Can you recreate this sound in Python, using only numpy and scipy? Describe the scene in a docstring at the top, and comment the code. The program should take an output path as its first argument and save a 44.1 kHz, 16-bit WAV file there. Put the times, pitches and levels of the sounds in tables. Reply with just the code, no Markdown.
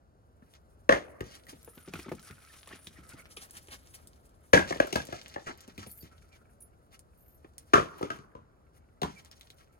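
"""A low distant rumble comes first; then bark scrapes, the near woodpile shifts and twigs snap.
Split logs land on a heap off to the left, where they knock, bounce and settle: struck modes, thuds and cracks.
Held wood creaks and squeaks as it sticks and slips; small metal pieces, like jewellery, tinkle as high modes.
The heap scatters every blow and the trees return a faint echo, both made of decaying noise."""
import sys
import numpy as np
from scipy import signal
from scipy.fft import rfft, irfft, next_fast_len
from scipy.io import wavfile
from scipy.ndimage import uniform_filter1d, map_coordinates

SR = 44100
rng = np.random.default_rng(int(sys.argv[2]) if len(sys.argv) > 2 else 0)


def bounce(signal):
    """Save signal as a 16-bit WAV file at the path given by the first command-line argument."""
    frames = np.transpose(np.atleast_2d(signal))
    limited = np.clip(frames, -1, 1)
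    pcm = np.round(limited * 32767).astype(np.int16)
    wavfile.write(sys.argv[1], SR, pcm)


N = 431738
T = np.arange(SR // 2) / SR  # the time of one blow [s]
TOP_HZ = 16000
AIR_DB = -62

# All levels in the tables are relative: each layer has its own trim.
# spectrum of the distant rumble: (frequency [Hz], level [dB])
AIR = [(20, -34.5), (40, -8.5), (72, 0.5), (110, -8), (200, -15), (400, -18), (650, -18.5), (900, -25),
       (1400, -26), (2200, -42.5), (5000, -44.5), (10000, -48.5), (16000, -56)]
# quiet rustle of bark and litter between strokes: (time [s], treble level [dB], highest hiss level [dB])
RUSTLE = [(0.0, -117, -112), (0.38, -103.5, -91), (1.5, -73.5, -76.5), (1.96, -66, -71.5),
          (3.9, -68.5, -72), (4.2, -79, -80), (4.55, -78, -76.5), (4.71, -56, -76), (5.62, -63.5, -89),
          (5.97, -81.5, -64.5), (6.13, -72.5, -82.5), (6.65, -99, -90.5), (7.5, -85.5, -84.5),
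          (7.99, -62, -74), (8.4, -108, -100), (9.03, -99, -91), (9.21, -64, -77), (9.79, -86.5, -84)]
# bark sliding over bark or litter: (time [s], length [s], scrape level [dB], hiss level [dB])
SCRAPES = [(0.416, 0.12, -74, -72), (0.535, 0.03, -63, -78), (1.228, 0.14, -53, -64.5),
           (1.467, 0.051, -55.5, -57), (1.944, 0.081, -53.5, -54), (2.37, 0.044, -66.5, -62),
           (2.689, 0.07, -55, -60.5), (3.065, 0.028, -72, -50), (3.158, 0.055, -57, -59),
           (3.381, 0.086, -53.5, -55), (3.558, 0.019, -56.5, -54), (3.696, 0.06, -52.5, -59),
           (3.923, 0.035, -61, -59.5), (4.665, 0.036, -41, -59), (4.883, 0.17, -58, -65),
           (5.092, 0.074, -49.5, -72), (5.28, 0.063, -56.5, -71), (5.456, 0.016, -39.5, -63),
           (5.779, 0.072, -49.5, -65), (6.03, 0.047, -53.5, -68), (6.311, 0.05, -58.5, -66.5),
           (6.906, 0.045, -57, -62), (7.583, 0.048, -65.5, -65), (8.103, 0.067, -59, -67),
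           (8.728, 0.053, -66, -67.5), (9.03, 0.17, -59, -72), (9.304, 0.03, -52.5, -72),
           (9.452, 0.096, -67, -75.5), (9.577, 0.058, -59, -67)]
SCRAPE_ATTACK_S, SCRAPE_RELEASE_T60 = 0.021, 0.058
# spectra of a scrape and of its hiss: (frequency [Hz], level [dB])
SCRAPE = [(500, -7.5), (900, -7.5), (1350, -2.5), (1750, -5), (2300, -5.5), (3700, -8.5), (6000, -7.5),
          (8000, -15.5), (12000, -38.5)]
HISS = [(4000, -15.5), (7000, -8.5), (8900, -2.5), (9800, 4), (10900, -4), (13500, -7), (16000, -10)]
# where wood is handled, as the delay to the right microphone: (time [s], lag [ms])
HANDLING_LAG = [(1.55, .44), (1.65, .03), (3.2, .03), (3.3, .29), (4.5, .29), (4.6, .44)]
# logs shifting in the near pile: (time [s], strength [dB], weight of the thud [dB],
# hardness of the contact [dB], freedom to ring [dB], own note [Hz])
SHIFTS = [(0.421, -64, 12, -11, 14.5, 253), (1.526, -48, 4.5, -2, -11, 302),
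          (1.675, -46.5, -8, -10, 2, 486), (1.772, -54.5, 8, -7, 1, 316), (1.875, -47.5, 7.5, -1, -3, 390),
          (1.936, -45, 8.5, 0, 2, 433), (1.954, -51, 2.5, 7, 10.5, 1400), (1.989, -48.5, 3, 5, 2.5, 350),
          (2.059, -43, -1, -6, -8, 414), (2.082, -47.5, 9, -4, 5, 277), (2.115, -33, 0, -16, 1, 440),
          (2.299, -61.5, 17.5, 2, 13, 1410), (2.672, -61.5, 2, 11.5, 11, 525),
          (2.726, -55.5, 8, 12.5, 5.5, 1880), (2.868, -60.5, 15.5, 16, -16.5, 412),
          (2.984, -67.5, 22, 13, -5, 311), (3.133, -54, 13, 6.5, -20, 280.6),
          (3.368, -49.5, -5, 19, -5, 525), (3.681, -53, -1.5, -3.5, -5.5, 393),
          (5.677, -50, 6, -2, -9, 264), (5.778, -47, 13, 5.5, -21, 263.5), (5.862, -47, 7.5, 3.5, -14, 289),
          (6.024, -59, 22, 11, -25, 327), (7.444, -49, -2.5, -6.5, 2.5, 367.3)]
# logs landing and tumbling on the heap: (time [s], strength [dB], weight of the thud [dB],
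# hardness of the contact [dB], freedom to ring [dB], own note [Hz])
LANDINGS = [(0.891, -17.5, -6, -3.5, 4.5, 516), (0.922, -26, -1.5, 1, 4, 585), (0.933, -33, -4, -8, 8, 400),
            (0.94, -41.5, -6, -2, 5, 2100), (0.963, -33.5, -20, -17, -2, 467),
            (1.206, -44.5, 16.5, -6, 3.5, 377), (4.531, -26.5, 0.5, 4.5, -1, 556),
            (4.533, -17, 3, 2.5, -1.5, 558.7), (4.542, -28, 3, 5.5, 1.5, 1950),
            (4.563, -27, -3, -9, -8, 343), (4.573, -35, -9.5, 7, 14, 1630),
            (4.591, -33, -16.5, 1, 2.5, 1600), (4.706, -34, 1.5, -2.5, -3.5, 517),
            (4.723, -43, 6.5, 5, 4, 2150), (4.756, -43, -4, -3, -19, 596), (4.8, -21, -8, -4.5, 5, 570),
            (4.843, -41.5, -10, -14, -3, 383), (4.872, -49, -11, 1, 5, 560),
            (4.926, -38, 7, 13.5, -32, 390), (4.955, -32.5, 9, 3.5, -1, 640),
            (5.085, -50, 9.5, -3, -9, 640), (5.125, -43, 8.5, 2.5, -2, 520), (5.359, -39, -6, -8, 7, 800),
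            (5.49, -47.5, 4, -5.5, 0.5, 854), (7.734, -21.5, -7.5, 2.5, 4.5, 327),
            (7.739, -31, 9, 6.5, 10, 1362), (7.754, -35.5, 0.5, -1.5, 15, 1070),
            (7.777, -28, -1, -5.5, 5, 588), (7.796, -36, 4, -5, 9, 420), (8.009, -36.5, -3, -21, 4, 513),
            (8.027, -35, 4.5, -3.5, -1, 505), (8.102, -44, 3.5, 6.5, 6, 1602),
            (8.12, -58.5, 17, -13, 10.5, 1300), (8.186, -62.5, 22.5, 4.5, -4, 1380),
            (8.35, -50, 9, -11.5, 1.5, 1024), (9.017, -35, 5.5, -0.5, -14, 740),
            (9.03, -39, 14.5, 0.5, 1.5, 990)]
# modes of logs in the near pile, before contact damping: (frequency [Hz], level [dB], t60 [s])
WOOD = [(170, -4.5, 0.15), (313, -2.5, 0.079), (471, -3, .08), (703, -4, 0.021), (1092, -5, .04),
        (1300, 2, 0.051), (1760, 0, .04), (2250, 0.5, 0.032), (2636, 1, 0.032)]
# modes of each of the four thrown logs, before contact damping: (frequency [Hz], level [dB], t60 [s])
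LOG_1 = [(179.1, -7.5, 0.16), (357.3, -2, 0.13), (527, 3, .05), (606, -2, 0.045), (749, 5, 0.046),
         (1060, -1.5, 0.044), (1233, -6.5, 0.093), (1378, -6, 0.054), (1510, -6.5, 0.065),
         (1600, -2, 0.079), (1850, -7, 0.037), (2120, -8, .04), (2500, -8, 0.055)]
LOG_2 = [(180.1, -8.5, 0.12), (350, 2.5, 0.072), (474, -4.5, 0.032), (620, 1.5, 0.09), (750, 4, 0.02),
         (970, -2.5, 0.014), (1300, -3.5, .05), (1634, -2.5, 0.06), (1680, -6, 0.032), (1808, -9, 0.07),
         (1995, -9, .04), (2450, -6, 0.044), (2780, -9.5, .04)]
LOG_3 = [(319, -5.5, 0.088), (414, -1, 0.05), (487, -4, 0.037), (661, 1.5, .05), (1080, 0.5, 0.07),
         (1210, 2, 0.19), (1300, 3.5, 0.069), (1412, -3.5, 0.054), (1603, -0.5, 0.057), (2034, -19.5, .04),
         (2440, -12.5, .04), (3200, -0.5, 0.028)]
LOG_4 = [(157.4, -2.5, 0.09), (315, -3, 0.062), (441, -15, .04), (563, -0.5, 0.032), (740, 3, 0.026),
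         (864, 2.5, 0.04), (990, -20, 0.03), (1140, 4, 0.057), (1280, 2, 0.084), (1420, -8, .04)]
# which log is tumbling: (start time [s], its modes)
THROWS = [(0, LOG_1), (4, LOG_2), (7, LOG_3), (9, LOG_4)]
# bands of a blow, from thud through body, clack and bite to crack: (low edge [Hz], high edge [Hz])
BAND_EDGES = [(55, 250), (250, 900), (900, 2000), (2000, 3500), (3500, 16000)]
# a blow on the pile or the heap, one row per band:
# (level [dB], share of its weight [dB/dB], share of its hardness [dB/dB], share of its ring [dB/dB])
PILE_BLOW = [(-8.5, 1, 0.054, 0.15), (-4.5, 0, 0.066, 0.15), (-11, 0.13, 0.48, 0.87), (-14, 0.12, .9, .35),
             (-23.5, 0, 0.93, -0.38)]
HEAP_BLOW = [(-11, 1, 0.034, 0.062), (2, 0.067, 0.055, 0), (-2.5, 0.22, 0.85, 1), (-12, 0.099, 0.91, .15),
             (-16, 0.31, 1, 0.038)]
# spectra of wood in contact and of its cracking: (frequency [Hz], level [dB])
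CONTACT = [(100, -1.5), (250, -7.5), (400, 6), (700, -4.5), (1100, -4), (1800, -5), (2600, -15.5),
           (5000, -12)]
CRACK = [(2000, 3.5), (2600, 2.5), (3200, -0.5), (4500, 1), (6300, 2), (7500, -5), (10000, -8),
         (13000, -16.5), (16000, -22)]
# each contact reweights (dB) and detunes (share) the modes at random; all are damped alike (t60 in s)
CONTACT_SCATTER_DB, CONTACT_DETUNE, CONTACT_T60 = 2, .015, .055
# bark and twigs snapping: (time [s], level [dB], centre [Hz])
SNAPS = [(0.538, -44, 3530), (1.207, -31.5, 2830), (1.241, -48, 6500), (1.468, -39.5, 1980),
         (1.63, -43, 12500), (1.647, -37.5, 12500), (1.9372, -26.5, 2550), (1.962, -39, 2260),
         (1.998, -34, 2400), (2.0304, -39.5, 5470), (2.093, -36, 2190), (2.12, -32.5, 2420),
         (2.152, -41, 9300), (2.217, -50, 10000), (2.31, -35.5, 2380), (2.6752, -37, 10300),
         (2.871, -29.5, 3800), (3.092, -37, 10800), (3.509, -34.5, 10200), (3.57, -34, 8800),
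         (3.9432, -40.5, 2660), (4.073, -37.5, 9500), (4.678, -40, 4200), (4.725, -35.5, 2370),
         (4.802, -31, 1930), (4.928, -25, 3000), (4.96, -20.5, 4680), (5.128, -40, 2210),
         (5.2989, -45, 4520), (5.466, -45, 2880), (5.779, -34, 2500), (6.993, -39, 9730),
         (7.5815, -30, 9820), (9.017, -28, 4150), (9.032, -27, 3830), (9.314, -38.5, 5540),
         (9.411, -36, 3920), (9.503, -36.5, 4000)]
# how much later the heap is heard on the right; low notes bend on their way: (frequency [Hz], lag [ms])
HEAP_LAG = [(100, 0.36), (600, 0.63), (1300, 0.4), (2200, 0.41), (6000, 0.452)]
# how much of the heap surrounds the tumbling log and scatters its knocks: (time [s], level [dB])
BURIED = [(.9, -3), (4.55, -1.5), (4.8, -7.5), (4.95, -1), (5.36, -2.5), (7.75, -1.5), (9.02, -1)]
# spectrum of the echo from the trees: (frequency [Hz], level [dB])
TREES = [(60, -15), (200, -5.5), (400, -2.5), (800, -2.5), (1150, 3.5), (1700, -7.5), (2500, -11.5),
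         (4000, -22.5), (10000, -44.5)]
# the grip on a log as it is dragged out and lifted: (time [s], level [dB])
GRIP = [(0, -100.5), (1.6, -73), (1.95, -54), (2.3, -60), (2.6, -62), (2.9, -72), (3.19, -57.5),
        (3.33, -73.5), (4.2, -80.5), (6.1, -74), (6.45, -73.5), (6.8, -84.5), (9.79, -79)]
# modes of a log damped by the hands: (frequency [Hz], level [dB], t60 [s])
HELD_LOG = [(1312, -1, 0.12), (1460, -4.5, 0.036), (1870, -4.5, 0.01), (2230, -1, 0.024),
            (2390, -2.5, 0.011)]
# shakes of the small metal pieces: (time [s], length [s], level [dB], strongest ring [Hz])
SHAKES = [(1.66, .21, -51.5, 10040), (1.698, .1, -54, 12900), (2.218, .42, -53.5, 9700),
          (2.758, .1, -49, 9600), (3.365, .03, -37, 9300), (5.87, .06, -39, 9900), (5.9, .13, -41.5, 13200),
          (6.605, .03, -43, 10400), (7.175, .18, -57, 13040)]
# modes of the metal: (frequency [Hz], level [dB], t60 [s])
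METAL = [(9400, -4, .14), (9800, -2, .13), (10180, -1, .13), (12900, -1, .11), (13350, -2, .14),
         (13720, -3, .14)]
TOUCH_GAP_S, TOUCH_SAG_DB_PER_S = 0.019, 9  # the pieces meet again and again, ever more lightly on average
# wood squeaking on wood: (time [s], length [s], level [dB], pitch [Hz])
SQUEAKS = [(2.494, 0.018, -54.5, 1790), (2.958, 0.022, -56, 1920), (3.045, 0.014, -60.5, 1600),
           (3.185, 0.028, -52, 2200), (5.89, 0.029, -62, 4600), (6.0, .025, -55.5, 4600),
           (6.099, .06, -64, 1330), (6.31, 0.052, -63, 2360), (6.409, 0.019, -59, 1380),
           (9.154, 0.044, -57, 2330)]


def undb(db):
    """Decibels to gain."""
    return 10 ** (np.asarray(db) / 20)


def fade(t60, t=T):
    """Exponential decay, 60 dB down after t60."""
    return np.exp(-np.log(1000) * t / max(abs(t60), 1e-4))


def unit(x):
    """Scale to an energy of one."""
    return x / np.sqrt(np.sum(x ** 2))


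def band(x, lo, hi, order=3):
    """Causal band-pass."""
    return signal.sosfilt(signal.butter(order, [lo, hi], "band", fs=SR, output="sos"), x + 1e-18)


def colour(x, points):
    """Minimum-phase filter through (Hz, dB) points that keeps the power of white noise."""
    size = 4096
    hz, db = np.transpose(points)
    bins_hz = np.arange(size // 2 + 1) * SR / size
    log_gain = np.log(undb(np.interp(np.log(bins_hz + 1), np.log(hz), db)))
    cepstrum = irfft(log_gain)[:size // 2]
    cepstrum[1:] *= 2  # folding the cepstrum makes the filter causal
    impulse = unit(irfft(np.exp(rfft(cepstrum, size))))
    return signal.fftconvolve(x, impulse)[:len(x)]


def grains(count, spread_db):
    """Noise whose samples differ widely in size: many tiny contacts."""
    x = rng.standard_normal(count) * undb(spread_db * np.minimum(rng.exponential(size=count), 2 * np.pi))
    return x / x.std()


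def walk(rate):
    """Slow random wandering with a spread near one."""
    k = int(SR / rate)
    steps = np.repeat(rng.standard_normal(N // k + 1), k)
    return np.sqrt(2) * uniform_filter1d(uniform_filter1d(steps, k), k)[:N]


def curves(table):
    """Rows of (s, dB, ..) to one gain per sample for each column."""
    s, *columns = np.transpose(table)
    return [undb(np.interp(np.arange(N) / SR, s, c)) for c in columns]


def waver(x, drift_s, rate):
    """Read a sound through a wandering delay, which smears its pitch."""
    n = np.arange(N)
    return np.interp(n + drift_s * SR * walk(rate), n, x)


def ring(modes, scatter_db, detune):
    """Damped modes; each point of contact weights and tunes them a little differently."""
    chance = rng.standard_normal((len(modes), 3))
    total = 0
    for (hz, db, t60), (weight, tuning, sign) in zip(modes, chance):
        tone = np.sin(2 * np.pi * hz * (1 + detune * tuning) * T)
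        total = total + undb(db + scatter_db * weight) * np.sign(sign) * fade(t60) * tone
    return unit(total)


def add(track, s, sound):
    """Mix a sound into a track at time s."""
    start = int(s * SR)
    track[..., start:start + sound.shape[-1]] += sound[..., :N - start]


def ports(x, lag_ms, pan_db):
    """Two microphones: sound from the left reaches the right one later, by (Hz, ms) points, and weaker."""
    size = next_fast_len(len(x) + SR // 50, True)
    hz = np.arange(size // 2 + 1) * SR / size
    lag_s = np.interp(hz, *np.transpose(lag_ms)) / 1000
    late = irfft(rfft(x, size) * np.exp(-2j * np.pi * hz * lag_s), size)[:len(x)]
    return np.array([x * undb(pan_db / 2), late * undb(-pan_db / 2)])


def tail(t60, rise, t=T):
    """A swarm of reflections that builds up and dies away."""
    return unit(rng.standard_normal(len(t)) * fade(t60, t) * (1 - np.exp(-(t / rise) ** 2)))


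def path(lag_ms, pan_db, scatter_db, diffuse_db, t60, rise_s):
    """From a spot to both microphones: direct sound, uneven echoes beside it and scatter from all around."""
    lumps = uniform_filter1d(rng.standard_normal(len(T)), SR // 200)
    near = undb(scatter_db) * unit(tail(t60, 2 * rise_s) * undb(5 * lumps / lumps.std()))
    near[0] += 1  # the direct sound
    mid = tail(t60, rise_s)
    side = signal.lfilter([1, -1], [1, -.96], tail(t60, rise_s))  # without bass, so the sides agree there
    around = np.array([mid + side, mid - side]) / np.sqrt(2)
    return ports(near, lag_ms, pan_db) + undb(diffuse_db) * around


def through(x, response):
    """Play a sound through a two-channel response."""
    return signal.fftconvolve(x[None], response, axes=1)[:, :len(x)]


def air(level_db, apart):
    """A distant rumble: coloured noise that swells gently, most alike at both microphones in the bass."""
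    shared = ports(colour(rng.standard_normal(N), AIR), [(0, .43)], 1.5)
    own = np.array([band(colour(rng.standard_normal(N), AIR), 89, TOP_HZ, order=1) for _ in range(2)])
    return (shared + apart * own) * undb(AIR_DB + level_db + walk(2.1))


def sliding():
    """Each stroke swells, holds and dies away; gives the gain of the scrape and of its hiss."""
    gains = np.zeros((2, N))
    for s, length, *levels_db in SCRAPES:
        release = fade(SCRAPE_RELEASE_T60, np.maximum(T - length, 0))
        stroke = np.clip(T / SCRAPE_ATTACK_S, 0, 1) * release
        add(gains, max(s, 0), np.outer(undb(levels_db), stroke))
    return gains


def rubbing(scrape_db, hiss_db, rustle_db, rustle_hiss_db, uneven_db):
    """Rough bark and dry litter catch and slip in uneven runs of tiny clicks."""
    stroke, stroke_hiss = sliding()
    treble, top = curves(RUSTLE)
    scrape = np.hypot(undb(scrape_db) * stroke, undb(rustle_db) * treble)
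    hiss = np.hypot(undb(hiss_db) * stroke_hiss, undb(rustle_hiss_db) * top)
    slips = undb(uneven_db * walk(70))
    return slips * (scrape * colour(grains(N, 3.9), SCRAPE) + hiss * colour(grains(N, 2.1), HISS))


def patchy(x, patchy_db, rate):
    """Coarse and fine patches of bark pass in turn: all bands but the top swell and fade on their own."""
    out = 0
    for hz in (2200, 3800, 6500, 11000):
        low = signal.sosfiltfilt(signal.butter(2, hz, fs=SR, output="sos"), x)
        out = out + low * undb(patchy_db * walk(rate))
        x = x - low
    return out + x


def crumbs(level_db, spread_db, cycles, low_hz, high_hz, count):
    """Flakes of bark break as wood is handled, each with its own pitch and level; the higher, the shorter."""
    track, t = np.zeros(N), T[:SR // 100]
    handling = np.hypot(curves(RUSTLE)[0], sliding()[0] / 10)
    for when, pitch, rarity in rng.random((count, 3)):
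        hz = low_hz * (high_hz / low_hz) ** pitch
        # low draws make the few loud flakes
        gain = handling[int(when * N)] * undb(level_db - spread_db * np.log(max(rarity, .04)))
        add(track, when * N / SR, gain * fade(cycles / hz, t) * np.sin(2 * np.pi * hz * t))
    return track


def ahead_spot():
    """A place straight ahead, among the split logs."""
    return path(lag_ms=[(0, 0)], pan_db=1.0, scatter_db=-20, diffuse_db=-2, t60=.07, rise_s=.001)


def carried(pair):
    """The sound moves with the hands: it reaches the right microphone later when they are to the left."""
    n = np.arange(N)
    lag = np.interp(n / SR, *np.transpose(HANDLING_LAG)) * SR / 1000
    return np.array([pair[0], map_coordinates(pair[1], [n - lag], mode="nearest")])


def pile_spot(s):
    """A place on the near pile: close, so mostly direct sound."""
    lag_ms = np.interp(s, *np.transpose(HANDLING_LAG))
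    return path(lag_ms=[(0, lag_ms)], pan_db=1.0, scatter_db=-18, diffuse_db=-6, t60=0.096, rise_s=.002)


def knocks(table, logs, blow, spot, crush_s, solid, dull_hz, modes_db, modes_share,
           note_db, note_share, note_t60, thud_t60, splinter_db, splinter_t60):
    """Each blow crushes bark in a few quick contacts; the wood rings, the ground thuds, splinters crackle."""
    track, head = np.zeros((2, N)), SR // 40  # the level is set over the first 25 ms
    for s, strength_db, weight_db, hard_db, ring_db, note_hz in table:
        log = [modes for since, modes in logs if since <= s][-1]
        crush = grains(len(T), 3.4) * np.sqrt(T) * fade(np.log(1000) * crush_s)
        push = unit(signal.lfilter([1, -1], [1, -.9], crush))
        push[int(2 * crush_s * SR)] += solid  # the bark touches first, solid wood just after
        damped_log = ring(log, CONTACT_SCATTER_DB, CONTACT_DETUNE) * fade(CONTACT_T60)
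        modes = unit(signal.fftconvolve(push, damped_log)[:len(T)])
        note = unit(fade(note_t60) * (1 - fade(0.013)) * np.sin(2 * np.pi * note_hz * T))
        # hard blows rebound and let the wood ring; soft ones stay in contact and damp it
        wood = colour(unit(push), CONTACT) + undb(modes_db + modes_share * hard_db) * modes
        wood = band(wood, 33, dull_hz, order=1) + undb(note_db + note_share * ring_db) * note
        thud = unit(rng.standard_normal(len(T)) * fade(thud_t60)) + wood
        splinters = unit(grains(len(T), 0.99) * fade(splinter_t60))
        crack = colour(unit(push) + undb(splinter_db) * splinters, CRACK)
        response = spot(s)  # every blow falls in another place
        parts = (thud, wood, wood, wood + crack, crack)
        for part, edges, (db, heavy, hard, free) in zip(parts, BAND_EDGES, blow):
            part = band(through(part, response), *edges, order=4)
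            level_db = strength_db + db + heavy * weight_db + hard * hard_db + free * ring_db
            add(track, s, part * undb(level_db) / part[:, :head].std())
    return track


def shifting_pile():
    """Logs shift in the near pile: soft, dull contacts with short notes."""
    return knocks(SHIFTS, [(0, WOOD)], PILE_BLOW, pile_spot, crush_s=.0031, solid=0.63, dull_hz=464,
                  modes_db=-12.5, modes_share=0.25, note_db=-9.0, note_share=0.56, note_t60=0.019,
                  thud_t60=0.25, splinter_db=5.0, splinter_t60=0.079)


def snaps(t60, level_db, fibres, ringing, cycles):
    """A splinter breaks: a sharp click and tearing fibres, which ring the stub for a few cycles."""
    track = np.zeros(N)
    for s, db, hz in SNAPS:
        burst = fibres * unit(grains(len(T), 5.4) * fade(t60))
        burst[0] += 1
        click = colour(burst, [(hz / 8, -24), (hz * 0.76, -7), (hz, 0), (hz * 1.2, -7), (hz * 3, -16)])
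        stub = signal.fftconvolve(burst, fade(cycles / hz) * np.sin(2 * np.pi * hz * T))[:len(T)]
        snap = unit(click) + ringing * unit(stub)
        add(track, s, snap * undb(db + level_db) / np.abs(snap).max())
    return track


def heap_spot(s):
    """A place on the heap, far to the left, where surrounding logs scatter the sound."""
    buried_db = np.interp(s, *np.transpose(BURIED))
    return path(lag_ms=HEAP_LAG, pan_db=3.0, scatter_db=-9 + buried_db, diffuse_db=-5 + buried_db,
                t60=0.18, rise_s=0.0054)


def landing_logs():
    """Thrown logs land and tumble on the heap: quick, bright contacts that ring each log's own modes."""
    return knocks(LANDINGS, THROWS, HEAP_BLOW, heap_spot, crush_s=.0017, solid=0.86, dull_hz=2934,
                  modes_db=-3.5, modes_share=0.11, note_db=-6, note_share=0.17, note_t60=0.026,
                  thud_t60=0.33, splinter_db=-2.0, splinter_t60=0.24)


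def trees(x, level_db):
    """Trunks and foliage return a late, dull echo in which the notes of the wood blur into a wash."""
    t = np.arange(SR * 2) / SR
    echo = np.array([colour(tail(1.5, .05, t), TREES) for _ in range(2)])
    wash = through(x.mean(0), echo)
    return undb(level_db) * np.array([waver(side, .0008, 130) for side in wash])


def creaking(level_db, catches_per_s, drift_s, count):
    """The held log sticks and slips at several points; each catch rings it briefly and the pitch wanders."""
    creak = 0
    for _ in range(count):
        catches = rng.standard_normal(N) * (rng.random(N) < catches_per_s / SR)
        pressure = undb(4 * walk(25))
        pushes = pressure * catches / catches.std()
        creak = creak + signal.fftconvolve(pushes, ring(HELD_LOG, 1.7, 0.071))[:N]
    return undb(level_db) * curves(GRIP)[0] * waver(creak / np.sqrt(count), drift_s, 30)


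def tinkles(level_db, tick, focus_hz, uneven_db):
    """Small metal pieces tick together and ring very high; modes near the struck one speak most."""
    track = np.zeros(N)
    for s, length, db, struck_hz in SHAKES:
        # a mode loses 1 dB for every focus_hz away from the struck one
        modes = [(hz, mode_db - abs(hz - struck_hz) / focus_hz, t60) for hz, mode_db, t60 in METAL]
        for after in np.arange(0, length, TOUCH_GAP_S):
            early, force = rng.random(), rng.standard_normal() * (after > 0)  # later touches vary in force
            metal = ring(modes, 3., .008)
            touch = unit(band(rng.standard_normal(len(T)) * fade(0.022), 5900, 20000))
            gain = undb(db + level_db - TOUCH_SAG_DB_PER_S * after + uneven_db * force)
            start = s + max(after - early * TOUCH_GAP_S / 2, 0)
            add(track, start, (metal + tick * touch) * gain / np.abs(metal).max())
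    return track


def squeaks(level_db, sag, rough, width):
    """Wood slips on wood: a short rough note that sinks as the slip slows."""
    track = np.zeros(N)
    for s, length, db, hz in SQUEAKS:
        along = np.clip(T / length, 0, 1)
        jitter = uniform_filter1d(rng.standard_normal((2, len(T))), SR // 500, axis=1)
        jitter /= jitter.std()
        pitch_hz = hz * (1 - sag * (along - .5) + width * jitter[0])
        phase = 2 * np.pi * np.cumsum(pitch_hz) / SR
        swell = np.sin(np.pi * along) * (1 + rough * jitter[1])
        add(track, s, undb(db + level_db) * swell * np.sin(phase))
    return track


def scene():
    """Landings on the heap and handling at the pile, under the trees."""
    rumble = air(level_db=0, apart=0.72)
    scrapes = rubbing(scrape_db=-6, hiss_db=-4.5, rustle_db=-2.5, rustle_hiss_db=2.5, uneven_db=3.5)
    scrapes = patchy(scrapes, patchy_db=4, rate=55)
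    flakes = crumbs(level_db=12, spread_db=7, cycles=4, low_hz=2400, high_hz=14000, count=1100)
    bark = flakes + scrapes + snaps(t60=0.017, level_db=6, fibres=0.33, ringing=.6, cycles=28)
    blows = shifting_pile() + landing_logs()
    held = creaking(level_db=-6.0, catches_per_s=45, drift_s=0.00046, count=4)
    held = held + squeaks(level_db=-2, sag=0.06, rough=0.54, width=0.015)
    metal = tinkles(level_db=-5, tick=0.25, focus_hz=231, uneven_db=5.5)
    near = blows + carried(through(bark, ahead_spot())) + through(held + metal, ahead_spot())
    return near + trees(near, level_db=-32.5) + rumble


def record(dry):
    """Round the highest peaks and cut the top."""
    return signal.sosfilt(signal.ellip(8, .2, 70, TOP_HZ, fs=SR, output="sos"), np.tanh(dry))


dry = scene()
out = record(dry)
bounce(out)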